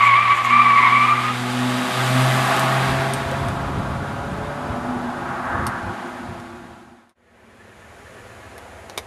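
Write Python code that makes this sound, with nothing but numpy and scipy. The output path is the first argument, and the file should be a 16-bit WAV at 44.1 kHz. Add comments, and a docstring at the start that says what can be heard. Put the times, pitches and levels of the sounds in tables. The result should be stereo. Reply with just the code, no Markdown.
"""A small hatchback takes a mountain hairpin hard: its tyres stick and slip, squealing and spitting grit.
It pulls past uphill at 2.3 s, exhaust booming and tyres roaring; gusts buffet the microphone of a tape
camcorder, whose case ticks. Traffic drones higher up, the driver lifts off, and a van goes by at 5.5 s.
All fades out by 7.1 s and comes back on the quiet valley: faint chirps, an engine slowing far away.
Throughout, the camcorder's tape drive whines faintly and its hum filter combs the sound."""
import sys
import numpy as np
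from scipy import signal
from scipy.fft import rfft, irfft, next_fast_len
from scipy.io import wavfile
from scipy.ndimage import uniform_filter1d, minimum_filter1d, map_coordinates

SR = 44100
rng = np.random.default_rng(int(sys.argv[2]) if len(sys.argv) > 2 else 0)


def unload_audio(sound):
    """Save the sound as a 16-bit wav file, at the path given as the first command line argument."""
    columns = np.transpose(np.atleast_2d(sound))
    # keep every value between -1 and 1, then stretch to whole-number steps
    steps = np.round(np.clip(columns, -1, 1) * 32767)
    wavfile.write(sys.argv[1], SR, steps.astype(np.int16))


N = 399546
T = np.arange(N) / SR


# slides of the loaded tyre, each ended by a moment of grip: (start [s], length [s], first pitch [Hz],
# last pitch [Hz], tone level [dB], octave level [dB], roughness [0-1])
TYRE_SLIDES = [(0, .04, 1133, 1137, -15.5, -26, 0.34), (0.048, 0.054, 1125, 1120, -17, -19, 0.6),
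               (0.102, 0.043, 1135, 1085, -14.5, -21.5, 0.65),
               (0.148, 0.083, 1122, 1204, -15.5, -23.5, 0.4), (0.244, .04, 1161, 1143, -18.5, -30, 0.35),
               (0.286, 0.045, 1135, 1136, -13.5, -21.5, 0.6), (.365, 0.055, 1174, 1142, -20.5, -40, 0.1),
               (0.446, 0.025, 1112, 1093, -17, -25.5, 0.54), (0.495, .02, 1145, 1134, -17, -17.5, 0.85),
               (.517, 0.047, 1156, 1163, -12.5, -22, 0.3), (0.586, 0.034, 1164, 1172, -12.5, -22, .2),
               (0.644, .075, 1163, 1143, -13.5, -23.5, 0.23), (0.725, .082, 1127, 1132, -14, -23.5, 0.4),
               (.815, .075, 1144, 1128, -17, -20.5, 0.6), (.893, .087, 1140, 1143, -17.5, -22.5, 0.3),
               (0.985, 0.089, 1165, 1186, -16, -25, 0.33), (1.082, 0.045, 1177, 1192, -13, -26, 0.4),
               (1.14, 0.07, 1190, 1182, -20, -33.5, .45), (1.234, .078, 1252, 1230, -23.5, -42, 0.28)]
def slides():
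    """Pitch, tone gain, octave gain and roughness: each slide bites, glides and dies as the tread grips."""
    attack_s, release_s = .008, .011
    points, tone_gain, octave_gain = [], 0, 0
    for start, length, first_hz, last_hz, tone_db, octave_db, rough in TYRE_SLIDES:
        points += [(start, first_hz, rough), (start + length, last_hz, rough)]
        attack = np.clip((T - start) / attack_s, 0, 1)
        envelope = attack * np.exp(-np.clip(T - start - length, 0, 1) / release_s)
        tone_gain = np.maximum(tone_gain, undb(tone_db) * envelope)
        octave_gain = np.maximum(octave_gain, undb(octave_db) * envelope)
    hz, rough = curves(sorted(points))
    return hz, tone_gain, octave_gain, rough


def stick_slip(hz, rough, jitter, jitter_rate, flutter_db):
    """Tread sticks and slips: a tone and its octave, shaken in pitch and level by the road's grain."""
    phase = turn(hz * (1 + rough * jitter * walk(jitter_rate) + 0.00447 * walk(69.8)))
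    flutter = undb(flutter_db * (0.3 * walk(95) + rough * walk(280)))
    # tread blocks slip slightly out of step, which frays the octave most
    return [unit(flutter * (np.sin(k * phase) + 0.2 * k * rough * walk(330) * np.cos(k * phase)))
            for k in (1, 2)]


# how hard the tyres are pushed sideways: (time [s], load [dB])
CORNERING_LOAD = [(0, 4.5), (.08, 2), (.25, -4), (.32, -2), (.41, -14.5), (.52, 1), (.72, -8.5), (.86, 2.5),
                  (1.1, -8.5), (1.18, -12), (1.32, -21)]
# a more lightly loaded tyre joins in lower at the apex: (time [s], pitch [Hz], level [dB])
LIGHT_TYRE = [(.68, 1015, -50.5), (.79, 1023, -23), (.88, 1041, -26), (1, 1014, -36), (1.1, 1062, -32),
              (1.3, 1078, -50)]
# rubber scrubbing on asphalt: (frequency [Hz], density [dB])
SCRUB_SPECTRUM = [(500, -28.5), (800, -20), (1050, 8.5), (1500, -6.5), (2100, 2.5), (2700, -5),
                  (3400, -9.5), (4300, -19.5), (6000, -35.5)]
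def squeal():
    """The loaded tyre sings and a second joins in; side load drives the judder and scrub beneath them."""
    hz, tone_gain, octave_gain, rough = slides()
    load_db, = curves(CORNERING_LOAD)
    # the note wavers and shudders as the tyre hops
    wavering_hz = hz * (1 + .008 * walk(60))
    tone, octave = stick_slip(wavering_hz, rough, jitter=.01, jitter_rate=330, flutter_db=2.6)
    low, low_octave = stick_slip(hz * .945, rough=0.718, jitter=0.05, jitter_rate=470, flutter_db=7.5)
    shudder = unit(undb(1.5 * walk(90)))
    singing = (tone_gain * tone + octave_gain * octave) * shudder
    judder = undb(-24.5 + load_db) * (low_octave + undb(-1.0) * low)
    light_hz, light_db = curves(LIGHT_TYRE)
    light_partials = stick_slip(light_hz, rough=.6, jitter=0.0394, jitter_rate=270, flutter_db=4.0)
    light_tyre = undb(light_db) * sum(light_partials)
    edge_tone, _ = stick_slip(hz * 1.075, rough=.6, jitter=0.023, jitter_rate=200, flutter_db=2.5)
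    tread_edge = undb(-15.0) * tone_gain * edge_tone
    scrub = undb(-22 + 0.36 * load_db + 1.75 * walk(120)) * noise(SCRUB_SPECTRUM)
    release = np.interp(T, [1.3, 1.42], [1, 0])
    return hillside((singing + judder + light_tyre + tread_edge + scrub) * release, wet_db=-22, t60=.4)


# spits of grit where the squeal breaks off: (time [s], half width [s], level [dB])
GRIT_SPITS = [(.05, 0.049, -45), (.365, 0.037, -46.5), (.45, 0.016, -40.5), (.5, .03, -50.5)]
def grit():
    """Soft high hiss of grit thrown from the sliding tread."""
    spray = noise([(5500, -11), (7300, -0.5), (8500, -10), (12500, -15)])
    return spray * bursts(GRIT_SPITS) * undb(2 * walk(200))


# swells and dips of the boom, then of its octave: (time [s], half width [s], level change [dB])
BOOM_RIDES = [(.1, 0.073, 5), (.41, 0.088, -4), (.78, 0.075, -2), (1.87, 0.07, -16), (2.21, 0.14, 5),
              (2.53, 0.08, -9), (2.85, 0.17, 3.5), (3.22, 0.086, -5.5), (4.6, .45, 4)]
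OCTAVE_RIDES = [(.25, 0.18, -9), (.54, 0.1, 11.5), (.98, 0.46, 8.5), (1.66, 0.35, 16.5), (1.93, .07, -7),
                (2.17, 0.074, 10)]
def exhaust_boom(firing):
    """Exhaust pulses make a clean boom at the firing rate and a weaker octave."""
    boom = undb(-23 + swells(BOOM_RIDES) + 0.54 * walk(13)) * unit(np.sin(firing))
    octave = undb(-37.5 + swells(OCTAVE_RIDES) + 1.6 * walk(12)) * unit(np.sin(2 * firing))
    return boom * passing(rear_db=2.0, falloff=0.91) + octave * passing(rear_db=2.0, falloff=0.7)


# resonances of the exhaust pipe: (frequency [Hz], gain [dB])
PIPE_RESPONSE = [(190, 4), (310, -17.5), (372, 0.5), (385, -5.5), (398, 2.5), (414, -6), (428, 2.5),
                 (470, -3), (520, -5), (545, -5), (578, 9), (600, -1), (614, -12), (624, 0.5), (655, 6),
                 (684, 4.5), (708, -5), (738, -0.5), (820, -8.5), (1400, -3)]
def exhaust_rasp(firing_hz, firing):
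    """Overtones of the firing rate climb through the pipe's resonances."""
    rasp = 0
    for k in [1.5, *np.arange(2.5, 10.5, .5)]:
        pipe_db = np.interp(k * firing_hz, *np.transpose(PIPE_RESPONSE))
        uneven_db = -17 * (k % 1 > 0)  # unequal cylinders add weak half orders
        gain = undb(pipe_db + uneven_db + 1.3 * walk(22) + 1.3 * walk(7))
        rasp += gain * np.sin(k * firing + rng.uniform(0, 2 * np.pi) + 0.074 * k * walk(35))
    aim_db = swells([(4.85, 0.28, 5.4)])  # the tailpipe points back down the road
    return undb(-29.5 + aim_db) * unit(rasp) * passing(rear_db=1.0, falloff=0.85, late_s=.05)


# the revs climb, then drop: (time [s], firing rate [Hz])
ENGINE_REVS = [(0, 117.1), (1.14, 122.4), (1.7, 124.7), (2, 126.3), (2.28, 128.7), (2.85, 132),
               (4.56, 144.8), (5.12, 148), (5.55, 120)]
def engine():
    """Four cylinders pull until the driver lifts off at the next bend; gives sound and firing phase."""
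    lift_s, lift_db_per_s = 5.12, 33
    firing_hz, = curves(ENGINE_REVS)
    firing = turn(firing_hz * (1 + 0.0029 * walk(40)))
    exhaust = exhaust_boom(firing) + exhaust_rasp(firing_hz, firing)
    throttle = undb(-lift_db_per_s * np.maximum(T - lift_s, 0))
    return pan(exhaust * throttle, left_db=0.55), firing


# the bright top layer of the rolling tyres: (frequency [Hz], density [dB])
HISS_SPECTRUM = [(600, -9), (1300, 9.5), (2200, 6.5), (3000, 5.5), (3750, 6.5), (4150, 0.5), (4850, 0),
                 (5300, -5), (8500, -4), (11500, -8), (14500, -18.5)]
def tyre_hiss(firing):
    """Tyre hiss throbs with the engine and is strongest and brightest close by."""
    hiss = wide(HISS_SPECTRUM, side_db=-20.0) * undb(-28 + .5 * walk(25.22))
    hiss *= passing(rear_db=-0.66, falloff=0.89) * (1 + 0.15 * np.sin(firing))
    sizzle = signal.sosfiltfilt(signal.butter(2, 9000, "high", fs=SR, output="sos"), hiss)
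    spread = sizzle + undb(6.0) * (sizzle - sizzle[::-1])  # the top differs more between the capsules
    air_gain = undb(1.0) * passing(rear_db=1.5, falloff=0.53)  # the air takes the top first
    return hiss - sizzle + spread * air_gain


# the body of the rolling tyres: (frequency [Hz], density [dB])
ROAR_SPECTRUM = [(40, -26), (90, -12), (210, 3), (340, -2), (460, -8), (680, 1), (900, 0.5), (1250, -1.5),
                 (1580, 0), (1820, -3.5), (2100, -6), (3000, -13), (5000, -23), (9000, -42.5)]
def rolling_tyres(firing):
    """Tyre roar carries far, and a broad second swell comes with the passing van; a crest screens its treble
    and the hiss."""
    crest_hz = 1510
    pass_by = undb(-23) * passing(rear_db=1.17, falloff=0.89, late_s=0.28)
    van_roar = undb(-32.5) / np.hypot(1, (T - 5.15) / 1.34)
    roar = wide(ROAR_SPECTRUM, side_db=-20.0) * np.hypot(pass_by, van_roar) * undb(0.52 * walk(20))
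    body = signal.sosfiltfilt(signal.butter(6, crest_hz, fs=SR, output="sos"), roar)
    treble = roar - body + tyre_hiss(firing)
    crest_db = np.interp(T, [2.9, 3.7, 5.2, 6.3], [0.5, -7.5, -7.0, -5.5])
    bank_db = -2.0 * np.maximum(T - 5.9, 0)  # the roar sinks behind the bank
    return body * undb(bank_db) + treble * undb(crest_db)


# two tread resonances that shift as the car turns: (time [s], centre [Hz], level [dB])
HIGH_GROOVE = [(1.4, 1199, -38), (2.3, 1151, -29.5), (2.72, 1163, -27), (3.2, 1080, -43), (3.8, 1130, -37),
               (4.4, 1116, -57), (5.1, 1119, -41.5), (5.6, 1178, -44), (6.1, 1038, -53), (7.1, 1100, -49)]
LOW_GROOVE = [(1.5, 781, -37.5), (2.1, 759, -35.5), (2.5, 770.6, -28), (2.95, 806, -33.5), (3.25, 748, -47),
              (4.4, 733, -52), (4.85, 788, -35.5), (5.6, 767.7, -37.5), (6.2, 781, -43.5), (7.1, 758, -48)]
def tread_ring():
    """Air pumped through the tread grooves rings, loudest just behind the car."""
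    high_hz, high_db = curves(HIGH_GROOVE)
    low_hz, low_db = curves(LOW_GROOVE)
    high = undb(high_db) * resonance(high_hz, width_hz=230)
    return high + undb(low_db) * resonance(low_hz, width_hz=210)


# tyres of the oncoming van: (frequency [Hz], density [dB])
VAN_SPECTRUM = [(500, -4), (900, 5.5), (1250, 5.5), (1600, 5), (2100, -9.5), (3000, -29), (6000, -66.5)]
def van():
    """The van's tyres swell and fade as it comes through the gap in the bank."""
    nearness = 1 / (1 + ((T - 5.55) / 0.23) ** 2)
    return wide(VAN_SPECTRUM, side_db=-22.0) * undb(-26.5 + walk(14)) * nearness


# drone of the climbing traffic: (time [s], pitch [Hz], level [dB])
TRAFFIC_DRONE = [(4.5, 251.5, -34), (4.75, 248.2, -23), (5.08, 245.5, -27), (5.3, 245.6, -42),
                 (6, 246.2, -42.5), (6.5, 241.4, -41), (7.1, 237.3, -42)]
def uphill_traffic():
    """Engines further up the hill: a throbbing tone with a rougher one above it."""
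    hz, db = curves(TRAFFIC_DRONE)
    tone = np.sin(turn(hz * (1 + .02 * walk(90)))) * undb(3 * walk(55))
    upper = undb(0.37 * db - 27.5) * resonance(hz * 1.43, width_hz=40)
    fade_in = np.clip(T - 4.4, 0, 1)
    return pan((undb(db) * unit(tone) + upper) * fade_in, left_db=-1)


# the breeze between gusts: (time [s], level [dB])
BREEZE_BED = [(1.6, -54), (2.75, -53), (3.3, -31), (4.4, -36.5), (5.85, -47), (6, -58), (6.3, -42),
              (7, -48)]
# strong gusts: (time [s], half width [s], level [dB])
GUST_HITS = [(2.901, 0.054, -31), (3.47, 0.076, -37.5), (3.71, 0.066, -40.5), (4.02, 0.022, -33),
             (4.32, 0.048, -35.5), (4.71, 0.017, -38), (5.62, 0.093, -35), (5.88, 0.051, -35)]
# wind rumble on the microphone: (frequency [Hz], density [dB])
WIND_SPECTRUM = [(25, -15), (50, -4), (90, 3), (140, 2.5), (220, -4), (400, -11), (600, -14), (1000, -35),
                 (2500, -40)]
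def wind():
    """Gusts over an uneven breeze buffet the microphone ports, mostly out of step, the left harder."""
    breeze_db, = curves(BREEZE_BED)
    force = undb(breeze_db + 2.8 * walk(8.8)) + bursts(GUST_HITS)
    common, opposed = (noise(WIND_SPECTRUM) * undb(2.0 * walk(28)) for _ in range(2))
    ports = common + 2 * opposed * np.array([[1], [-1]])
    return pan(ports, left_db=5.0) * force


# ticks of the case: (time [s], dry crack [dB], bright ring [dB], dull knock [dB])
TICK_HITS = [(2.566, -18.5, -45, -45), (2.595, -15, -40, -38), (3.1348, -33, -28, -42),
             (3.1363, -29, -22, -42), (3.314, -27, -45, -28), (3.4856, -30, -35, -29),
             (5.6672, -31, -18.5, -28), (6.4, -41, -52, -36), (7.094, -56, -55.5, -54.5),
             (8.58, -35, -43, -33), (8.8972, -33, -41, -25), (8.9762, -19, -30, -16),
             (8.978, -26, -34, -21.5), (8.983, -33, -41, -24.5)]
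# the three layers of a tick: (frequency [Hz], density [dB])
CRACK_SPECTRUM = [(2000, 0), (6000, -2), (11000, -1.5), (14500, -11)]
RING_SPECTRUM = [(3000, -11), (5000, -9), (7400, -17), (9000, 2), (10000, -20), (11000, -2.5), (12500, -25)]
KNOCK_SPECTRUM = [(120, -36), (260, -12), (420, 7), (600, -9), (850, 8), (1300, -5), (2100, 3.5),
                  (3000, -8.5), (3800, 0), (4700, -15), (5700, -1.5), (7500, -25)]
def case_ticks():
    """Dry ticks in the camcorder's case, each a burst that dies in a few milliseconds."""
    crack, ring, knock = noise(CRACK_SPECTRUM), noise(RING_SPECTRUM), noise(KNOCK_SPECTRUM)
    ticks = np.zeros(N)
    age = T[:2000]
    attack = 1 - np.exp(-age / 0.00032)
    for start, crack_db, ring_db, knock_db in TICK_HITS:
        span = slice(int(start * SR), int(start * SR) + len(age))
        ticks[span] += attack * (undb(crack_db) * crack[span] * np.exp(-age / 0.0011)
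                                 + undb(ring_db) * ring[span] * np.exp(-age / 0.0024)
                                 + undb(knock_db) * knock[span] * np.exp(-age / 0.0021))
    return pan(ticks, left_db=-7.0)


def bump():
    """A soft hollow bump near the microphone."""
    hollow = np.sin(turn(520 * (1 + 0.048 * walk(150))))
    return pan(hollow * bursts([(3.325, 0.01, -25.5)]), left_db=10)


def far_engine():
    """The low orders of a distant engine that picks up a little, then runs down."""
    shaft_hz = np.interp(T, [7.2, 7.8, 8.2, 9], [16.0, 20.0, 19.5, 15.5])
    phase = turn(shaft_hz * (1 + 0.0062 * walk(25)))
    return undb(-48.5) * unit(sum(undb(2 * walk(11)) * np.sin(k * phase) for k in (4, 5, 6)))


# squeaks, about eight a second: (time [s], level [dB])
CHIRP_HITS = [(7.29, -43), (7.4, -46), (7.51, -47), (7.607, -41), (7.725, -46), (7.838, -44), (7.95, -50),
              (8.07, -44), (8.19, -48), (8.31, -49), (8.44, -46), (8.57, -48)]
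def far_chirps():
    """A far squeak, perhaps of tyres: short uneven pulses of one wavering tone."""
    tone = unit(np.sin(turn(1740 * (1 + .03 * walk(350)))))
    return tone * bursts([(time, .016, db) for time, db in CHIRP_HITS])


# the far road's swell: (time [s], level [dB])
ROAD_BED = [(7.2, -37), (8, -41), (8.4, -40.5), (9.05, -42)]
# its colour across the valley: (frequency [Hz], density [dB])
VALLEY_SPECTRUM = [(55, -6), (80, -2), (140, -8), (180, -5), (310, -7), (450, -3), (660, -6.5), (900, -9),
                   (1750, -9.5), (2400, -14.5), (4300, -28), (9000, -58), (13000, -69.5)]
def valley():
    """A bed of far road noise under an engine, chirps, an approaching car and a low hum that dies away."""
    road_db, = curves(ROAD_BED)
    motor, chirps = far_engine(), far_chirps()
    road = wide(VALLEY_SPECTRUM, side_db=-9.0) * undb(road_db + 0.24 * walk(36))
    approach_db = np.interp(T, [8, 8.7], [-58, -45.5])  # the car clears the bushes
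    approach = noise([(560, -5), (680, 5.0), (850, -3)]) * undb(approach_db)
    hum = resonance(np.interp(T, [7.3, 7.55], [238, 220]), width_hz=15) * bursts([(7.4, 0.41, -42.5)])
    return pan(road + hum + motor + chirps + approach, left_db=-1.5)


# partials of the tape drive: (frequency [Hz], level [dB])
WHINE_PARTIALS = [(6379, -70), (6961, -66), (9367, -83), (10271, -67.5)]
def tape_drive():
    """Thin wavering whine and faint hiss of the camcorder itself."""
    whine = sum(undb(db) * unit(np.sin(turn(hz * (1 + 0.013 * walk(400))))) for hz, db in WHINE_PARTIALS)
    hiss = wide([(3000, -3.0), (7000, -5.0), (10500, -6.5), (12000, -10.0), (14000, -24.0)], side_db=-2.0)
    return whine + undb(-55.0) * hiss


def passing(rear_db, falloff, late_s=0):
    """Pass-by gain: falls with distance, shifts by rear_db behind the car and the opposite in front."""
    pass_s, speed_m_s, nearest_m = 2.266, 15, 7.13
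    along = speed_m_s * (T - pass_s - late_s)
    distance = np.hypot(along, nearest_m)
    return (nearest_m / distance) ** falloff * undb(rear_db * along / distance)


def hillside(x, wet_db, t60):
    """Trees and banks scatter a late, dull tail, different for each channel."""
    t = T[:SR]
    tail = rng.standard_normal((2, SR)) * undb(-60 * t / t60) * (t > .012)
    tail = signal.sosfilt(signal.butter(1, 2500, fs=SR, output="sos"), tail)
    tail /= np.sqrt(np.sum(tail ** 2, axis=1, keepdims=True))
    mid = tail.mean(axis=0)
    tail = mid + 0.86 * (tail - mid)  # close ports narrow the image
    return x + undb(wet_db) * signal.fftconvolve(x[None], tail, axes=1)[:, :N]


def undb(db):
    """Decibels to gain."""
    return 10 ** (np.asarray(db) / 20)


def unit(x):
    """Scale to rms 1."""
    return x / np.sqrt(np.mean(x ** 2))


def curves(rows):
    """Each column of a table, joined by straight lines in time."""
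    times, *columns = np.transpose(rows)
    return [np.interp(T, times, column) for column in columns]


def swells(rows):
    """Sum of bell curves, each (time [s], half width [s], height)."""
    return sum(height * np.exp(-((T - time) / width) ** 2) for time, width, height in rows)


def bursts(rows):
    """Gain envelope of bell curves, each (time [s], half width [s], level [dB])."""
    return swells([(time, width, undb(db)) for time, width, db in rows])


def walk(rate):
    """Smooth random motion of rms 1 that changes rate times a second."""
    return unit(map_coordinates(rng.standard_normal(8192), [T * rate], order=2, mode="wrap"))


def turn(hz):
    """Phase of a moving frequency."""
    return 2 * np.pi * np.cumsum(hz) / SR


def noise(spectrum):
    """Unit noise shaped by (frequency [Hz], density [dB]) points, rolling off beyond the ends."""
    size = next_fast_len(N, real=True)
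    f = np.maximum(np.fft.rfftfreq(size, 1 / SR), 1)
    hz, db = np.transpose(spectrum)
    rolloff = np.minimum(1, np.minimum(f / hz[0], hz[-1] / f)) ** 2
    gain = undb(np.interp(np.log(f), np.log(hz), db)) * rolloff
    return unit(irfft(rfft(rng.standard_normal(size)) * gain, size)[:N])


def resonance(hz, width_hz):
    """Unit noise in one resonance whose centre may move."""
    phase = turn(hz)
    return unit(walk(width_hz) * np.sin(phase) + walk(width_hz) * np.cos(phase))


def wide(spectrum, side_db):
    """Stereo noise: a common part and a weaker opposed part."""
    return noise(spectrum) + undb(side_db) * noise(spectrum) * np.array([[1], [-1]])


def pan(x, left_db):
    """Place a sound with the left channel left_db above the right."""
    return x * undb(np.array([[left_db], [-left_db]]) / 2)


def scene():
    """The bend, a fade through near silence, then the valley; ticks and bump stay outside the fade."""
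    valley_s = 7.143
    exhaust, firing = engine()
    bend = squeal() + grit() + exhaust + uphill_traffic() + rolling_tyres(firing) + tread_ring()
    bend = bend + van() + wind()
    outdoors = np.where(T < valley_s, bend, valley())
    fade = np.interp(T, [6.05, valley_s, 7.3, 8.2], [0.96, 0.02, 0.11, 0.73])
    dip = np.clip(np.abs(T - valley_s) / .03, .1, 1)
    return (outdoors + tape_drive()) * fade * dip + case_ticks() + bump()


def hum_filter(x, drum_hz, memory, depth):
    """Subtract a running mean of past head-drum turns: a notch at every multiple of the drum rate."""
    period = round(SR / drum_hz)
    turns = np.pad(x, ((0, 0), (0, -N % period))).reshape(2, -1, period)
    hum = signal.lfilter([0, 1 - memory], [1, -memory], turns, axis=1)
    return x - depth * hum.reshape(2, -1)[:, :N]


def limiter(x, ceiling_db, reaction_s):
    """Turn the gain down smoothly around each peak that passes the ceiling."""
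    window = int(reaction_s * SR)
    gain = undb(ceiling_db) / np.maximum(np.abs(x).max(axis=0), undb(ceiling_db))
    return x * uniform_filter1d(minimum_filter1d(gain, window), window)


# bass roll-off of the capsules: (left corner [Hz], right corner [Hz])
LOW_CUT_HZ = [10, 42]
def record(dry):
    """Two capsules, the right thinner in the bass, feed the hum filter, the limiter and a high cut."""
    high_cut_hz = 14600
    capsules = np.array([signal.sosfilt(signal.butter(1, hz, "high", fs=SR, output="sos"), channel)
                         for channel, hz in zip(dry, LOW_CUT_HZ)])
    combed = hum_filter(capsules, drum_hz=150, memory=0.53, depth=0.92)
    limited = limiter(combed, ceiling_db=-1.5, reaction_s=.003)
    return signal.sosfilt(signal.ellip(8, .2, 80, high_cut_hz, fs=SR, output="sos"), limited)


dry = scene()
out = record(dry)
unload_audio(out)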